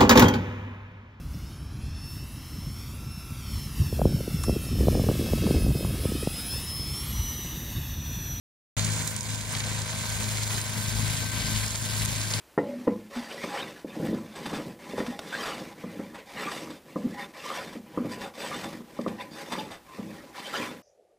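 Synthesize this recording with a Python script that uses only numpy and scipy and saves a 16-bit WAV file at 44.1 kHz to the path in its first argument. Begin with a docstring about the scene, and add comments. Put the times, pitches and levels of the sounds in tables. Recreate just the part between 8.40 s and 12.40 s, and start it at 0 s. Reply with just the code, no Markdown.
"""Mulcher at the forest edge

A tractor drags a mulcher over soil and wood scraps at the edge of a forest, heard at two small microphone ports.
The toothed rotor thrums in wavering harmonics over a noise rumble; pulsing noise makes the earth hiss.
Short filtered bursts are grit and chips cracking on the hood; fuzzy tones are gears.
After a short silence the sound cuts in; the machine creeps to the left, then edges back a little.
"""
import sys
import numpy as np
from scipy import signal
from scipy.fft import rfft, irfft
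from scipy.io import wavfile
from scipy.ndimage import uniform_filter1d

SR = 44100
rng = np.random.default_rng(int(sys.argv[2]) if len(sys.argv) > 2 else 0)


def materialize(psi):
    """Save the field psi as 16-bit PCM at rate SR to the path in sys.argv[1].

    A 1-D psi becomes a single channel; in a 2-D psi each row is a channel.
    """
    bounded = np.clip(np.atleast_2d(psi).T, -1, 1)
    quanta = np.round(bounded * 32767).astype(np.int16)
    wavfile.write(sys.argv[1], SR, quanta)


N = 176400  # 4 s
TIME_S = np.arange(N) / SR


def gain_of(db):
    """Decibels to gain."""
    return 10 ** (np.asarray(db) / 20)


def evened(x):
    """Scales a signal to rms 1."""
    return x / np.sqrt(np.mean(abs(x) ** 2) + 1e-20)


def read(points, hz):
    """Reads a spectrum table on a log-frequency axis."""
    f, value = np.transpose(points)
    return np.interp(np.log(hz + 1), np.log(f + 1), value)


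def curve(table, index, at=TIME_S):
    """Reads one column of a table along its first column."""
    rows = np.array(table)
    return np.interp(at, rows[:, 0], rows[:, index])


def drift(rate_hz):
    """Slow complex random signal of rms 1: noise through two equal low-pass poles."""
    steps = np.arange(0, N + 200, 100)
    pole = np.exp(-2 * np.pi * rate_hz * 100 / SR)
    noise = rng.standard_normal((2, len(steps)))
    a, b = signal.lfilter([1], [1, -2 * pole, pole * pole], noise)
    samples = np.arange(N)
    return evened(np.interp(samples, steps, a) + 1j * np.interp(samples, steps, b))


def coloured(points):
    """Noise of rms 1 with the given spectrum."""
    spectrum = rfft(rng.standard_normal(N))
    return evened(irfft(spectrum * gain_of(read(points, np.fft.rfftfreq(N, 1 / SR))), N))


ROTOR_HZ = 26.575
ROTOR_TURN = 2 * np.pi * ROTOR_HZ * TIME_S  # radians
WAVER_HZ, WAVER, MAIN_WAVER = 3.5, .5, .16  # the strongest harmonic wavers least
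RUMBLE_DB = -8  # against the harmonics
THRUM_RIGHT_DB, THRUM_APART_DB = -9, -13  # right port; the rumble heard there alone
# Rotor harmonics. Columns: multiple_of_rotor_speed, relative_level_db
ROTOR_HARMONICS = [(2, -8), (3, -14), (4, 3.5), (5, -8.5), (6, -6.5), (7, -19), (8, -9), (10, -18.5),
                   (11, -23.5), (12, -25), (13, -26), (14, -28), (15, -28.5), (17, -26), (18, -33.5)]
# Low rumble of soil and engine. Columns: frequency_hz, relative_level_db
RUMBLE_SPECTRUM = [(20, -30), (40, -3), (80, -1), (130, -1), (190, -3.5), (260, -7.5), (340, -23),
                   (600, -35)]
# Level over time, dipping after loud clicks as if a gain control ducks; grinding and gears follow it too.
# Columns: time_s, thrum_level_db, relative_grinding_level_db
LEVEL_CURVE = [(0.38, -31, -31.5), (0.46, -30, -32.5), (0.83, -37, -39.5), (0.9, -34, -36),
               (1.08, -35.5, -37.5), (1.15, -34.5, -33.5), (1.22, -34, -35), (1.42, -33.5, -34),
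               (1.44, -34, -39.5), (1.46, -37.5, -35), (1.73, -32, -34), (2.05, -35, -35),
               (2.17, -32, -32.5), (2.25, -37, -36.5), (2.4, -29.5, -34), (2.42, -35, -34.5),
               (2.61, -29.5, -33.5), (2.78, -33, -31.5), (2.85, -31.5, -34.5), (3.15, -29.5, -32),
               (3.32, -36, -36), (3.63, -31, -32.5), (3.67, -33, -34.5), (4.0, -32.5, -32.5)]


def thrum():
    """Rotor harmonics, each wavering as the teeth bite unevenly, over a low rumble."""
    tone = np.zeros(N)
    for multiple, db in ROTOR_HARMONICS:
        depth = WAVER if db < 0 else MAIN_WAVER
        waver = evened(0.5 + depth * drift(WAVER_HZ))
        tone += gain_of(db) * (np.exp(1j * multiple * ROTOR_TURN) * waver).real
    left = evened(evened(tone) + gain_of(RUMBLE_DB) * coloured(RUMBLE_SPECTRUM))
    right = gain_of(THRUM_RIGHT_DB) * (left + gain_of(THRUM_APART_DB) * coloured(RUMBLE_SPECTRUM))
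    pair = np.array([left, right])
    middle_rms = np.sqrt(np.mean(pair.mean(0) ** 2))
    return pair / middle_rms * gain_of(curve(LEVEL_CURVE, index=1))


SCATTER_S = 0.00034  # scattered arrivals decay this much more slowly


def burst(hz, q, decay_s, tick):
    """A tick and a short dying rattle round one pitch: one direct and two scattered paths."""
    t = np.arange(0, .05, 1 / SR)
    b, a = signal.iirpeak(hz, q, SR)
    decays = decay_s + 1e-4 + np.array([[0], [1], [1]]) * SCATTER_S
    rattle = rng.standard_normal((3, len(t)))
    tick_at = rng.integers(0, 12, 3) * [0, 1, 1]  # samples; the direct tick is first
    rattle[range(3), tick_at] = tick
    puff = signal.lfilter(b, a, signal.lfilter(b, a, rattle * np.exp(-t / decays)))
    puff = puff / np.linalg.norm(puff, axis=1, keepdims=True)
    return puff / abs(puff[0]).max()


TEETH_DEPTH, TURN_DEPTH = .07, .065  # pulsing four times and once a turn
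PATCH_DB, FLICKER_DB, FLICKER_HZ = 1.6, 1.2, 47.0


def hiss():
    """Hiss of torn earth: patchy, flickering noise that pulses with the rows of teeth."""
    _, _, z = signal.stft(rng.standard_normal((3, N)), SR, nperseg=256)
    over_time = uniform_filter1d(rng.standard_normal(z[0].T.shape), size=8, axis=0)
    patches = evened(uniform_filter1d(over_time, size=12, axis=1)).T
    earth = evened(signal.istft(z * gain_of(PATCH_DB * patches), SR, nperseg=256)[1][:, :N])
    pulse = 1 + TEETH_DEPTH * np.cos(4 * ROTOR_TURN) + TURN_DEPTH * np.cos(ROTOR_TURN)
    return earth * pulse * gain_of(FLICKER_DB * np.sqrt(2) * drift(FLICKER_HZ).real)


GRIT_PER_S = 1500  # before clumping
GRIT_CLUMP_DB, GRIT_CLUMP_HZ, GRIT_SPREAD_DB = 2.5, 29.8, 2.5
GRIT_Q, GRIT_S, GRIT_TICK = .8, 0.001, 4


def grit():
    """A hail of small grains in clumps, each a burst at one of sixteen pitches."""
    clumps = gain_of(GRIT_CLUMP_DB * np.sqrt(2) * drift(GRIT_CLUMP_HZ).real)
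    size = gain_of(GRIT_SPREAD_DB * np.minimum(rng.exponential(1, N), 4))
    size = size * (rng.random(N) < GRIT_PER_S / SR * clumps)
    kind = rng.integers(0, 16, N)
    hail = np.zeros((3, N))
    for k, hz in enumerate(np.geomspace(1800, 15000, 16)):
        grain = hz ** 0.8 * burst(hz, GRIT_Q, GRIT_S, GRIT_TICK)
        hits = (size * (kind == k))[None]
        hail += signal.oaconvolve(hits, grain, axes=1)[:, :N]
    return hail


GRIT_DB, GRIND_DB = -4, 5  # grit against hiss; lift of both


def grinding():
    """Hiss and grit together follow the level curve; three paths."""
    both = evened(evened(hiss()) + gain_of(GRIT_DB) * evened(grit()))
    return both * gain_of(curve(LEVEL_CURVE, index=2) + GRIND_DB)


CHIP_Q, CHIP_DB, CHIP_TICK, RATTLE_CYCLES = .95, 2.5, 5, 14
# Loudest chips on the hood. Columns: start_s, relative_peak_db, centre_hz
HOOD_CHIPS = [(0.3945, -16.5, 4600), (.4152, -23.5, 5100), (.4466, -13, 7600), (.4496, -16, 6700),
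              (.5613, -20, 8500), (0.5922, -24, 4100), (.6748, -12.5, 8900), (0.677, -15.5, 8900),
              (.7641, -16.5, 7400), (0.808, -18, 7000), (0.831, -21, 7600), (0.9468, -23, 5300),
              (1.011, -20, 7350), (1.095, -17, 10000), (1.151, -17.5, 3170), (1.2037, -23, 4000),
              (1.2394, -22, 2970), (1.4194, -21, 5800), (1.8016, -23, 9300), (1.9716, -18.5, 6100),
              (2.0339, -19, 4500), (2.2151, -15, 7700), (2.4614, -26, 4800), (3.1618, -21.5, 4100),
              (3.263, -15.5, 6700), (3.2802, -17, 6900), (3.307, -19, 6440), (3.3532, -21, 5200),
              (3.3575, -15, 6340), (3.4254, -23, 6900), (3.622, -20, 4750), (3.652, -11.5, 9500),
              (3.6588, -11, 9240), (3.815, -17, 4800), (3.9375, -15, 4200)]


def chips():
    """Single larger scraps crack against the hood; the rattle decays over a number of cycles."""
    out = np.zeros((3, N + SR))
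    for start_s, db, hz in HOOD_CHIPS:
        puff = gain_of(db + CHIP_DB) * burst(hz, CHIP_Q, RATTLE_CYCLES / hz, CHIP_TICK)
        first = round(start_s * SR)
        out[:, first:first + puff.shape[1]] += puff
    return out[:, :N]


SIDES = np.array([[1], [-1]]) / 2  # left, right share of a level difference
WHINE_WIDTH_HZ, WHINE_FUZZ = 8.0, .5
# Gear whines. Columns: pitch_hz, level_db, left_minus_right_db
GEAR_WHINES = [(516.6, -59.5, 2.5), (628.3, -56, 4), (1390, -63, 1), (2338, -62, 6)]


def whines():
    """Thin tones of meshing gears, made fuzzy by random drift."""
    tones = np.zeros((2, N))
    for hz, db, pan_db in GEAR_WHINES:
        fuzz = evened(1 + WHINE_FUZZ * drift(WHINE_WIDTH_HZ))
        tone = (np.exp(2j * np.pi * hz * TIME_S) * fuzz).real
        tones += gain_of(db + pan_db * SIDES) * np.sqrt(2) * tone
    return tones


GROWL_HZ, GROWL_WIDTH_HZ, GROWL_DB = 1002, 74, -49.5


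def growl():
    """A rough band from the drive line: a tone carried by fast random drift, equal at both ports."""
    return gain_of(GROWL_DB) * (np.exp(2j * np.pi * GROWL_HZ * TIME_S) * drift(GROWL_WIDTH_HZ)).real


WHISTLE_PAN_DB, WHISTLE_FUZZ = 11, .4  # left minus right
# Clearest gear whine. Columns: time_s, pitch_hz, level_db
WHISTLE_PATH = [(.4, 1549, -53), (.9, 1546, -56), (1.8, 1549, -51), (2.15, 1545, -57), (2.5, 1549, -50),
                (3.1, 1551, -48), (3.3, 1553, -53), (4, 1552, -52)]


def whistle():
    """The clearest gear whine, gliding slightly in pitch and level."""
    phase = 2 * np.pi * np.cumsum(curve(WHISTLE_PATH, index=1)) / SR
    tone = np.exp(1j * phase) * evened(1 + WHISTLE_FUZZ * drift(WHINE_WIDTH_HZ))
    return gain_of(curve(WHISTLE_PATH, index=2) + WHISTLE_PAN_DB * SIDES) * np.sqrt(2) * tone.real


def gears():
    """Whines and growl follow the level curve weakly; the whistle keeps its own level."""
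    level = evened(gain_of(0.18 * curve(LEVEL_CURVE, index=2)))
    return (whines() + growl()) * level + whistle()


LAG_S = 25e-6  # lag of the left port at bearing 1
TREBLE_HZ = 9500  # middle of the brightness slope
# Colour at the left port. Columns: frequency_hz, relative_level_db
LEFT_COLOUR = [(350, -3.5), (600, 0.5), (780, -1.5), (1000, 5), (1250, -2.5), (1600, 1.35), (2500, 2),
               (3500, 0.1), (4700, 1), (6000, -5), (6800, -2.5), (8300, -11.5), (10000, -7), (13500, -4.5),
               (15500, -10)]
# Colour at the right port. Columns: frequency_hz, relative_level_db
RIGHT_COLOUR = [(350, -5), (600, -3), (780, -5.5), (1050, -5), (1400, -4.5), (2000, -4.5), (2700, -6),
                (3100, -1), (4700, -0.5), (6050, -3), (6400, 4), (6800, 4.5), (7600, 0), (8200, 2),
                (8750, -2), (10000, -1.5), (10800, -1), (11500, -12), (13000, -10), (14200, -19),
                (15500, -23)]
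# Likeness of the ports. Columns: frequency_hz, shared_power_0_to_1
LIKENESS = [(300, .98), (800, .85), (1600, .62), (2200, .68), (2600, .25), (3000, .55), (4400, .74),
            (7000, .7), (11500, .35), (15000, .3)]
# Phase by which the left port leads at bearing 0. Columns: frequency_hz, lead_radians
LEFT_LEAD = [(300, 0), (1300, 1.3), (1700, -.3), (2400, .8), (2750, -2.2), (3500, -.3), (5200, .6),
             (6600, 3.1), (8800, 6.1), (11500, 6.6), (12300, 9.6), (15500, 22)]
# Bearing of the machine, smaller further left. Columns: time_s, bearing
MACHINE_BEARING = [(.4, 1.76), (1.2, 1.33), (2.0, 0.81), (3.0, 0), (4.0, 0.41)]
# Change of colour at bearing 1. Columns: frequency_hz, left_db, right_db
BEARING_SHADE = [(300, 0.4, 1.2), (2500, -0.5, -0.1), (4500, -1.5, -0.5), (6000, -5, 1.5), (6460, -5, 0.5),
                 (8900, -3, 1), (10300, -2.5, -1), (12500, -5, -2), (15000, -4.5, 2.5)]
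# Brightness of grinding and chips. Columns: time_s, extra_treble_db
BRIGHTNESS = [(.4, -0.5), (.7, 6.5), (.9, 1), (1.1, 1), (1.4, -3.5), (1.8, 2), (2.6, 0.5), (3.0, -3.5),
              (3.3, -0.5), (3.65, 0), (4.0, -3.5)]


def ports(x):
    """Each port colours the sound; part arrives scattered by the trunks, and shade and lag follow the bearing."""
    hz, t, z = signal.stft(x, SR, nperseg=512, noverlap=384)
    f = hz[:, None]
    treble_share = 1 / (1 + (TREBLE_HZ / (f + 1)) ** 4)
    z = z * gain_of(curve(BRIGHTNESS, index=1, at=t) * treble_share)
    # the direct path is common, one scattered path goes to each port
    same = np.clip(read(LIKENESS, hz), 0, 1)[:, None]
    left, right = np.sqrt(same) * z[0] + np.sqrt(1 - same) * z[1:]
    bearing = curve(MACHINE_BEARING, index=1, at=t)
    left_shade_db = curve(BEARING_SHADE, index=1, at=hz)[:, None] * bearing
    right_shade_db = curve(BEARING_SHADE, index=2, at=hz)[:, None] * bearing
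    lead = curve(LEFT_LEAD, index=1, at=hz)[:, None] - 2 * np.pi * f * LAG_S * bearing
    bass_cut_db = -40 / (1 + (hz / 150) ** 4)
    left_db = (read(LEFT_COLOUR, hz) + bass_cut_db)[:, None] + left_shade_db
    right_db = (read(RIGHT_COLOUR, hz) + bass_cut_db)[:, None] + right_shade_db
    pair = np.array([left * gain_of(left_db) * np.exp(1j * lead), right * gain_of(right_db)])
    return signal.istft(pair, SR, nperseg=512, noverlap=384)[1][:, :N]


def scene():
    """Thrum and gears come as a stereo pair; grinding and chips pass through the ports."""
    return thrum() + ports(grinding() + chips()) + gears()


START_S, EDGE_HZ = .3675, 15780


def record(dry):
    """The sound cuts in abruptly after silence; a steep low-pass removes the top."""
    opened = dry * np.clip((TIME_S - START_S) / 0.00014, 0, 1)
    low_pass = signal.firwin(511, EDGE_HZ, window=("kaiser", 9), fs=SR)
    return signal.oaconvolve(opened, low_pass[None], "same")


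dry = scene()
out = record(dry)
materialize(out)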